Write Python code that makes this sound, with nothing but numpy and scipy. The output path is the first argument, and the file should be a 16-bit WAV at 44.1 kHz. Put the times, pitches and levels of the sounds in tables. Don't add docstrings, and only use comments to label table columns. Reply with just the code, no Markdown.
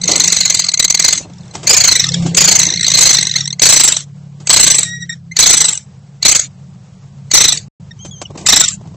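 import sys
import numpy as np
from scipy import signal
from scipy.fft import rfft, irfft
from scipy.io import wavfile
from scipy.ndimage import uniform_filter1d, map_coordinates

SR = 44100
rng = np.random.default_rng(int(sys.argv[2]) if len(sys.argv) > 2 else 0)


def transcribe(signal):
    frames = np.atleast_2d(signal).T
    limited = np.clip(frames, -1, 1)
    pcm = np.round(limited * 32767).astype(np.int16)
    wavfile.write(sys.argv[1], SR, pcm)


def nominal_scale(level):
    x = np.asarray(level, float) / 20
    return 10 ** x


N = 395120

# time in seconds, pitch of the 4th order in Hz,
# its level in dB, engine load as 5th over 4th order in dB.
ENGINE = [(0, 140, -39, 6.5), (.7, 140, -47, 4.5), (1.9, 135, -41, -3.5), (2.2, 136, -23, 5.5),
          (2.55, 137, -36.5, 4.5), (3.5, 141, -30.5, -8), (4.2, 143, -36.5, -9), (4.9, 139, -31.5, -2),
          (5.3, 133, -39, 4), (6.1, 139, -40.5, -16), (6.8, 136, -41.5, -12), (7.3, 139, -35, -24),
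          (8.96, 142, -43.5, -5)]
# frequency in Hz, density in dB per Hz.
RUMBLE_COLOUR = [(30, -20.5), (65, -22), (90, -9.5), (200, -8.5), (235, -33), (400, -57.5)]
# time in seconds, level in dB.
RUMBLE_LEVEL = [(0, -38.5), (.7, -51.5), (2.25, -38), (3.8, -54.5), (4.9, -50.5), (6.1, -51), (8.96, -42)]
# frequency in Hz, density in dB per Hz.
HISS_COLOUR = [(150, -27), (260, -9), (417, -5), (556, -6), (795, -7.5), (1830, -17), (3290, -19),
               (8000, -18), (10400, -60.5), (17600, -120)]
# time in seconds, level in dB.
HISS_LEVEL = [(2.6, -46.5), (4, -55.5), (4.6, -50), (5.0, -63), (5.5, -54), (7, -52), (8.96, -53)]
# time in seconds, brightness of the upper harmonics in dB.
BEAK = [(0.1, -0.5), (0.8, -2), (1.15, 0.5), (1.8, -2), (2.1, -7.5), (2.4, 7.5), (2.75, -10.5), (3.0, 3.5),
        (3.4, -9.5), (3.62, 2.5), (3.9, 6), (4.8, 7), (5.4, -0.5), (5.72, 8), (6.24, 0), (6.39, 10),
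        (7.33, -1.5), (8.5, 1)]
VOICE_HARMONICS = [-25.5, -2, -2, -0.5]
# time in seconds, level in dB.
MATE_PULSES = [(0.0354, -14), (0.0768, -9), (0.1133, -6.5), (0.155, -3.5), (0.1982, -3), (0.238, -5.5),
               (0.2754, -5), (0.3214, -3.5), (0.3644, -7.5), (0.4054, -5), (0.453, -6), (0.4982, -6),
               (0.5434, -6.5), (0.592, -7), (.64, -12.5), (0.6851, -9), (0.7373, -9), (0.7948, -1.5),
               (0.8439, -1.5), (0.8999, -3.5), (.9439, -5), (0.9939, -3), (1.0437, -1), (1.081, -1),
               (1.1261, -4), (1.1743, -14.5)]
# start in seconds, level in dB, length in seconds, pitch in Hz.
STRAY_NOTES = [
    (0.0909, -17, .016, 2230),
    (2.9373, -7, .014, 2000),
    (3.3588, -7.5, 0.0099, 2060),
    (3.4062, -13.5, .008, 1944),
    (4.0037, -18, 0.0065, 2070),
    (7.5732, -12.5, .006, 2250),
    (0.8272, -7.5, .006, 2055),
]
# start in seconds, peak in dB, time to die by 60 dB in seconds.
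SCRATCHES = [(0.086, -10.5, 0.61), (1.535, -27, 0.54), (1.55, -10.5, 0.041), (1.629, -21, 0.2),
             (2.221, -19.5, 0.087), (2.259, -13, 0.12), (4.399, -32, 0.17), (4.888, -53, 0.036),
             (8.047, -21, 0.1), (8.214, -10, 0.048), (8.373, -20.5, 0.17), (8.408, -29, .12),
             (8.872, -26, 0.025), (8.885, -55, 0.071)]
# frequency in Hz, level in dB.
BOARDS = [(300, 10), (900, 1.5), (1700, -6.5), (3000, -5), (5000, -4.5), (7500, -1)]
# start in seconds, end in seconds, level in dB.
FOOT_SHIFTS = [
    (1.175, 1.247, -43.5),
    (2.3, 2.7, -37),
    (8.281, 8.45, -41),
    (8.78, 8.96, -47),
]
# frequency in Hz, density in dB per Hz.
LITTER_COLOUR = [(150, -12), (260, 3), (600, -4.5), (1100, -8.5), (1400, -27)]
# time in seconds, peak in dB.
OUTSIDE_PULSES = [(1.2964, -37), (1.3339, -34), (1.3543, -46), (1.3826, -33), (1.4072, -34), (1.432, -36.5),
                  (1.4551, -37), (1.479, -33), (1.5105, -25.5)]
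# opening tick in seconds, number of pulses,
# first gap in seconds, lateness of the last pulse in seconds.
TRILL_RHYTHM = [
    (1.6709, 12, .0356, .0545),
    (2.3467, 7, .0352, .0074),
    (3.5958, 10, .0349, .0323),
    (4.4713, 10, .0333, .0347),
    (5.3663, 11, .0348, .0355),
    (6.2268, 5, .0304, .0216),
    (7.3134, 6, .0334, .017),
    (8.4628, 6, .0366, .01),
]
# first pulse in dB, last pulse in dB, first pitch in Hz, last pitch in Hz.
TRILL_TONE = [(-2, -11, 2350, 1800), (1.5, -6, 2300, 2100), (3.5, -10.5, 2080, 1920), (-1, -9, 2090, 2000),
              (-1.5, -15.5, 2050, 1950), (-4, -5, 2050, 2200), (0, -10, 2050, 1950), (1, -15, 1920, 1880)]
# length in seconds, rise in Hz.
OPENING_TICKS = [(.013, 150), (.006, 100), (.005, 100), (.007, 100), (.007, 140), (.007, 100), (.007, 100),
                 (0.014, 250)]
# start in seconds, number of pairs, first gap in seconds,
# lateness of the last pair in seconds.
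CHATTER_RUNS = [
    (2.6161, 12, .0356, .0013),
    (3.0552, 9, .0361, .0396),
    (3.4551, 2, .0494, 0),
]
# time in seconds, level in dB.
CHATTER_EFFORT = [(2.62, -6.5), (2.66, -11), (2.77, -14), (2.85, -6.5), (2.92, -8.5), (3.01, 2), (3.13, -5),
                  (3.3, -13), (3.51, -15.5)]
# time in seconds, pitch in Hz, level in dB.
CLEAR_WHISTLES = [
    [(4.85, 1876, -25.5), (4.955, 1914, -26), (4.992, 1884, -36), (5.015, 1967, -28), (5.028, 1867, -22.5),
     (5.06, 1950, -41)],
    [(5.093, 1930, -22), (5.102, 1840, -19), (5.118, 1850, -29), (5.13, 1920, -24), (5.145, 1780, -36)],
    [(5.312, 1932, -36), (5.32, 2092, -24), (5.345, 2098, -55)],
    [(7.908, 1880, -39.5), (7.917, 1845, -30), (7.93, 1800, -56)],
]
# time in seconds, pitch in Hz, level in dB.
THIN_WARBLE = [
    [(7.99, 3030, -44), (8.022, 3250, -45), (8.06, 3120, -45), (8.1, 3120, -48)],
    [(8.11, 3400, -39), (8.125, 3350, -36.5), (8.17, 3090, -54), (8.21, 3200, -52), (8.245, 3070, -56),
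     (8.258, 2930, -23.5), (8.272, 2700, -65)],
]
# start in seconds, end in seconds.
CLEANER_SPANS = [
    (0.649, .97),
    (3.421, 3.6),
]
# start in seconds, end in seconds.
PACKET_GAP = (7.684, 7.798)

UP, DOWN, CAMERA_SR = 441, 160, 16000
TICK_S, LONG_S = .0065, .021
GLIDE_HZ = 110


def in_time(rows):
    s, *columns = np.transpose(rows)
    return [np.interp(np.arange(N) / SR, s, c) for c in columns]


def drift(rate_hz):
    lowpass = signal.butter(2, rate_hz, fs=SR / 20, output="sos")
    slow = signal.sosfilt(lowpass, rng.standard_normal(N // 20 + 2))
    return np.interp(np.arange(N) / 20, np.arange(len(slow)), slow / slow.std())


def coloured(points):
    hz, db = np.transpose(points)
    grid = np.maximum(np.fft.rfftfreq(N, 1 / SR), 1)
    gain = nominal_scale(np.interp(np.log(grid), np.log(hz), db))
    x = irfft(rfft(rng.standard_normal(N)) * gain, N)
    return x / x.std()


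def hum():
    hz, fourth_db, load_db = in_time(ENGINE)
    rumble_db, = in_time(RUMBLE_LEVEL)
    turn = 2 * np.pi * np.cumsum(hz * (1 + 0.0089 * drift(8))) / 4 / SR
    tones = np.zeros(N)
    for order, db in [(3, fourth_db - 12), (4, fourth_db), (5, fourth_db + load_db)]:
        tones += np.sqrt(2) * nominal_scale(db + 2.5 * drift(6)) * np.sin(order * turn)
    return tones + nominal_scale(rumble_db + 9.5) * coloured(RUMBLE_COLOUR)


def hiss():
    level_db, = in_time(HISS_LEVEL)
    return nominal_scale(level_db + drift(12)) * coloured(HISS_COLOUR)


def tick(s, db, hz):
    glide = .7 * (hz - 2020)
    return s, db + 0.45 * max(db + 11.0, 0), .0055, hz - glide, hz + glide


def close_pulse(s, db, length, start_hz, end_hz):
    return s + .001, db + 2.5, .88 * length, start_hz, end_hz


def mate():
    notes = []
    for s, db in MATE_PULSES:
        grace_db = -10 + 0.43 * (db + 3) + rng.uniform(-0.13, 1)
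        notes.append(tick(s - .0205, grace_db, 2091))
        end_hz = (.96 + .015 * rng.standard_normal()) * 2072
        notes.append((s, db + 1.5, .9 * .0115, 1.12 * 2072, end_hz))
    return notes


def bird_voice(notes, rise_s=.0015, fall_s=0.0028):
    level, pitch = np.zeros(N), np.full(N, 2000.)
    for s, db, length, start_hz, end_hz in sorted(notes):
        t = np.arange(-rise_s, length + 8 * fall_s, 1 / SR)
        attack = np.clip(t / rise_s + 1, 0, 3) / 3
        shape = attack * np.exp(-np.maximum(t - length + fall_s, 0) / fall_s)
        i = max(round((s - rise_s) * SR), 0)
        level[i:i + len(t)] = np.maximum(level[i:i + len(t)], nominal_scale(db + 2.0) * shape)
        sag = .07 * length / .02 * (np.sin(np.pi * np.clip(t / length, 0, 1)) - .6)
        glide = np.interp(t, [.1 * length, .9 * length], [start_hz, end_hz])
        pitch[i:i + len(t)] = (1 - sag) * glide
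    phase = 2 * np.pi * np.cumsum(pitch * (1 + .025 * drift(150))) / SR

    bright_db, = in_time(BEAK)
    stack, power = np.zeros(N), np.zeros(N)
    for k, (db, share) in enumerate(zip(VOICE_HARMONICS, [-1.4, -0.73, -.3, 1.0])):
        gain = nominal_scale(db + share * bright_db + 5.5 * drift(90))
        stack += gain * np.sin((k + 1) * phase + k)
        power += gain ** 2
    stack *= np.sqrt(2 / power)

    breath = signal.butter(2, [2300, 7600], "band", fs=SR, output="sos")
    air = signal.sosfilt(breath, rng.standard_normal(N))
    effort = np.minimum(level, 1)
    rasp = nominal_scale(-4) * effort ** .5 * air * (1 + np.cos(phase))
    between_gain = nominal_scale(-16.5 - 0.54 * bright_db + 3.7 * drift(130))
    between = between_gain * uniform_filter1d(effort, 900) * np.sin(phase)
    return between + level * (stack + rasp)


def claws():
    level = np.zeros(N)
    for s, db, t60 in SCRATCHES:
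        t = np.arange(N - round(s * SR)) / SR
        level[-len(t):] += nominal_scale(db - 0.5 - 60 * t / t60) * np.minimum(t / 0.0045, 1)
    return level * nominal_scale(1.0 * drift(240)) * coloured([(60, -22.5)] + list(BOARDS))


def strays():
    return [(s, db, length, 1.02 * hz, hz) for s, db, length, hz in STRAY_NOTES]


def shuffle():
    t = np.arange(N) / SR
    level = np.zeros(N)
    for start, end, db in FOOT_SHIFTS:
        level += nominal_scale(db) * np.clip(np.minimum(t - start, end + 0.071 - t) / 0.021, 0, 1)
    return level * nominal_scale(7.6 * drift(30)) * coloured(LITTER_COLOUR)


def mate_outside():
    return [tick(s, db - 7.0, 1950 + 120 * (-1) ** k) for k, (s, db) in enumerate(OUTSIDE_PULSES)]


def beats(start, count, gap, late, power):
    place = np.arange(count) / (count - 1)
    return start + gap * np.arange(count) + late * place ** power, place


def near_bird():
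    notes = []
    tired_gap_s = (.0375, .046)
    for rhythm, tone, opening in zip(TRILL_RHYTHM, TRILL_TONE, OPENING_TICKS):
        lead, count, first_gap, late = rhythm
        first_db, last_db, first_hz, last_hz = tone
        lead_s, rise_hz = opening
        s, place = beats(lead + .023, count, first_gap, late, power=4)
        gap = np.diff(s, prepend=s[0] - first_gap)
        db = first_db + (last_db - first_db) * place ** 1.5
        db = db + 3 * (place == 0) + 3.5 * rng.uniform(-0.83, 1, len(s))
        hz = first_hz + (last_hz - first_hz) * place
        glide = GLIDE_HZ * (1 - 2 * place)
        length = np.interp(gap, tired_gap_s, [LONG_S, TICK_S])
        notes += [close_pulse(*pulse) for pulse in zip(s, db, length, hz - glide, hz + glide)]
        lead_db = -4 - 3.0 + 300 * (lead_s - TICK_S)
        notes.append(close_pulse(lead - .001, lead_db, lead_s, 2182 - rise_hz, 2182 + rise_hz))
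        notes += [tick(t - .021, -15.5, 2060) for t in s[gap > np.mean(tired_gap_s) - .002]]
    return notes


def chatter(call_hz=1930, answer_hz=2055, join_db=-6.5):
    notes = []
    for run in CHATTER_RUNS:
        s, _ = beats(*run, power=2)
        effort_db = np.interp(s, *np.transpose(CHATTER_EFFORT))
        for t, gap, db in zip(s, np.diff(s, append=s[-1] + .055), effort_db):
            notes.append(tick(t, db, call_hz))
            notes.append(tick(t + .41 * gap, db + 3, answer_hz))
            if db > join_db:
                length = min(TICK_S + 0.16 * (db - join_db), .025)
                notes.append(close_pulse(t, db - 7.5, length, 1.03 * answer_hz, answer_hz))
    return notes


def whistles(notes, colour_db, opens):
    out, t = np.zeros(N), np.arange(N) / SR
    wavers_db = [2.6 * drift(32) for _ in colour_db]
    for note in notes:
        pitch, level_db = in_time(note)
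        phase = 2 * np.pi * np.cumsum(pitch * (1 + .002 * drift(60))) / SR
        sounding = np.clip(np.minimum(t - note[0][0], note[-1][0] - t) / 0.0019, 0, 1)
        for k, (db, share, waver_db) in enumerate(zip(colour_db, opens, wavers_db)):
            harmonic_db = level_db + db + share * (level_db + 18.5) + waver_db
            out += sounding * np.sqrt(2) * nominal_scale(harmonic_db) * np.sin((k + 1) * phase)
    return out


def box(x):
    count = round(.03 * SR)
    bounces = rng.standard_normal(count) * nominal_scale(-60 * np.arange(count) / SR / 0.043)
    bounces /= np.sqrt(np.sum(bounces ** 2))
    return x + nominal_scale(-12) * signal.fftconvolve(x, bounces)[:N]


def smear(x, size, frames, bins, flat):
    overlap = size * 3 // 4
    power = np.abs(signal.stft(x, nperseg=size, noverlap=overlap)[2]) ** 2
    treble = np.clip(np.linspace(-.6, 5.0, len(power)), 0, 1)[:, None]
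    power = (1 - flat) * power + flat * power.mean(axis=0) * treble
    fade = np.hanning(2 * frames + 1)[frames:] / frames
    power = signal.lfilter(fade, 1, uniform_filter1d(power, bins, axis=0), axis=1)
    white = signal.stft(rng.standard_normal(len(x)), nperseg=size, noverlap=overlap)[2]
    white = white / np.sqrt(np.mean(np.abs(white) ** 2))
    return signal.istft(np.sqrt(np.abs(power)) * white, nperseg=size, noverlap=overlap)[1][:len(x)]


def streaked(x, size=12):
    frames = signal.stft(x, nperseg=1024)[2]
    chance_db = 5.0 * rng.standard_normal((len(frames) // size + 1, frames.shape[1]))
    gain = nominal_scale(np.repeat(chance_db, size, axis=0)[:len(frames)] - 2.5)
    return signal.istft(frames * gain, nperseg=1024)[1][:len(x)]


def starved(x, size=12):
    frames = signal.stft(x, nperseg=768)[2]
    bands = frames[:-1].reshape(-1, size, frames.shape[1])
    band_db = 10 * np.log10(np.mean(np.abs(bands) ** 2, axis=1) + 1e-20)
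    scatter_db = 12.0 * uniform_filter1d(rng.standard_normal(band_db.shape), size=3, axis=1)
    dropped = band_db - band_db[1:].max(axis=0) < -33 + scatter_db
    unlucky = uniform_filter1d(rng.random(band_db.shape), size=3, axis=1) < .22
    dropped |= unlucky & (band_db < band_db.max(axis=0) - 14)
    dropped[0] = False
    frames[:-1] *= np.repeat(np.where(dropped, nominal_scale(-32.5), 1), size, axis=0)
    return signal.istft(frames, nperseg=768)[1][:len(x)]


def scene():
    pulses = bird_voice(mate() + strays() + mate_outside() + near_bird() + chatter())
    clear = whistles(CLEAR_WHISTLES, [-2.5, -4.5, -3.5, -6.5], [0, .2, .3, 1.2])
    warble = whistles(THIN_WARBLE, [0.5, -24], [0, -1])
    air = box(pulses + clear + warble + claws()) + hum() + hiss() + shuffle()
    return np.array([air, air])


def band_limit(x):
    return signal.sosfilt(signal.butter(12, 20000, fs=SR, output="sos"), x)


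def record(dry):
    t = np.arange(N) / SR
    heard = signal.sosfilt(signal.cheby2(8, 50, 10000, fs=SR, output="sos"), dry[0])
    slow = map_coordinates(heard, [np.arange(N * DOWN // UP) * UP / DOWN])
    slow = np.clip(slow, -.8, .8)

    strain = np.clip(uniform_filter1d(np.abs(slow), 64) / 0.27, 0, 1)
    for start, end in CLEANER_SPANS:
        strain[round(start * CAMERA_SR):round(end * CAMERA_SR)] *= nominal_scale(-18)
    haze = streaked(smear(strain * slow, size=128, frames=44, bins=9, flat=0.19))
    slow = starved(slow + nominal_scale(-5.0) * np.roll(haze, -70))

    smooth = signal.firwin(80 * UP + 1, 8150 / (CAMERA_SR * UP / 2), window=("kaiser", 8))
    mono = signal.resample_poly(slow, UP, DOWN, window=smooth)
    gap_start, gap_end = PACKET_GAP
    mono = np.pad(mono, (0, UP))[:N] * np.clip(np.maximum(gap_start - t, t - gap_end) / 0.0016, 0, 1)
    mono = signal.sosfilt(signal.butter(2, 30, "high", fs=SR, output="sos"), np.clip(mono, -.9, .9))

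    loud = np.clip(uniform_filter1d(np.abs(mono), 1024) / 0.36, 0, 1) ** 2
    above = signal.cheby2(10, 40, 3700, "high", fs=SR, output="sos")
    noise = signal.sosfilt(above, loud * smear(mono, size=256, frames=2, bins=5, flat=0))
    side = nominal_scale(-3.0 + 3.0 * drift(12)) * noise
    clipped = np.clip([mono + side, mono - side], -.97, .97)
    mix = signal.sosfilt(signal.cheby2(10, 14, 15700, fs=SR, output="sos"), clipped)
    return band_limit(mix)


dry = scene()
out = record(dry)
transcribe(out)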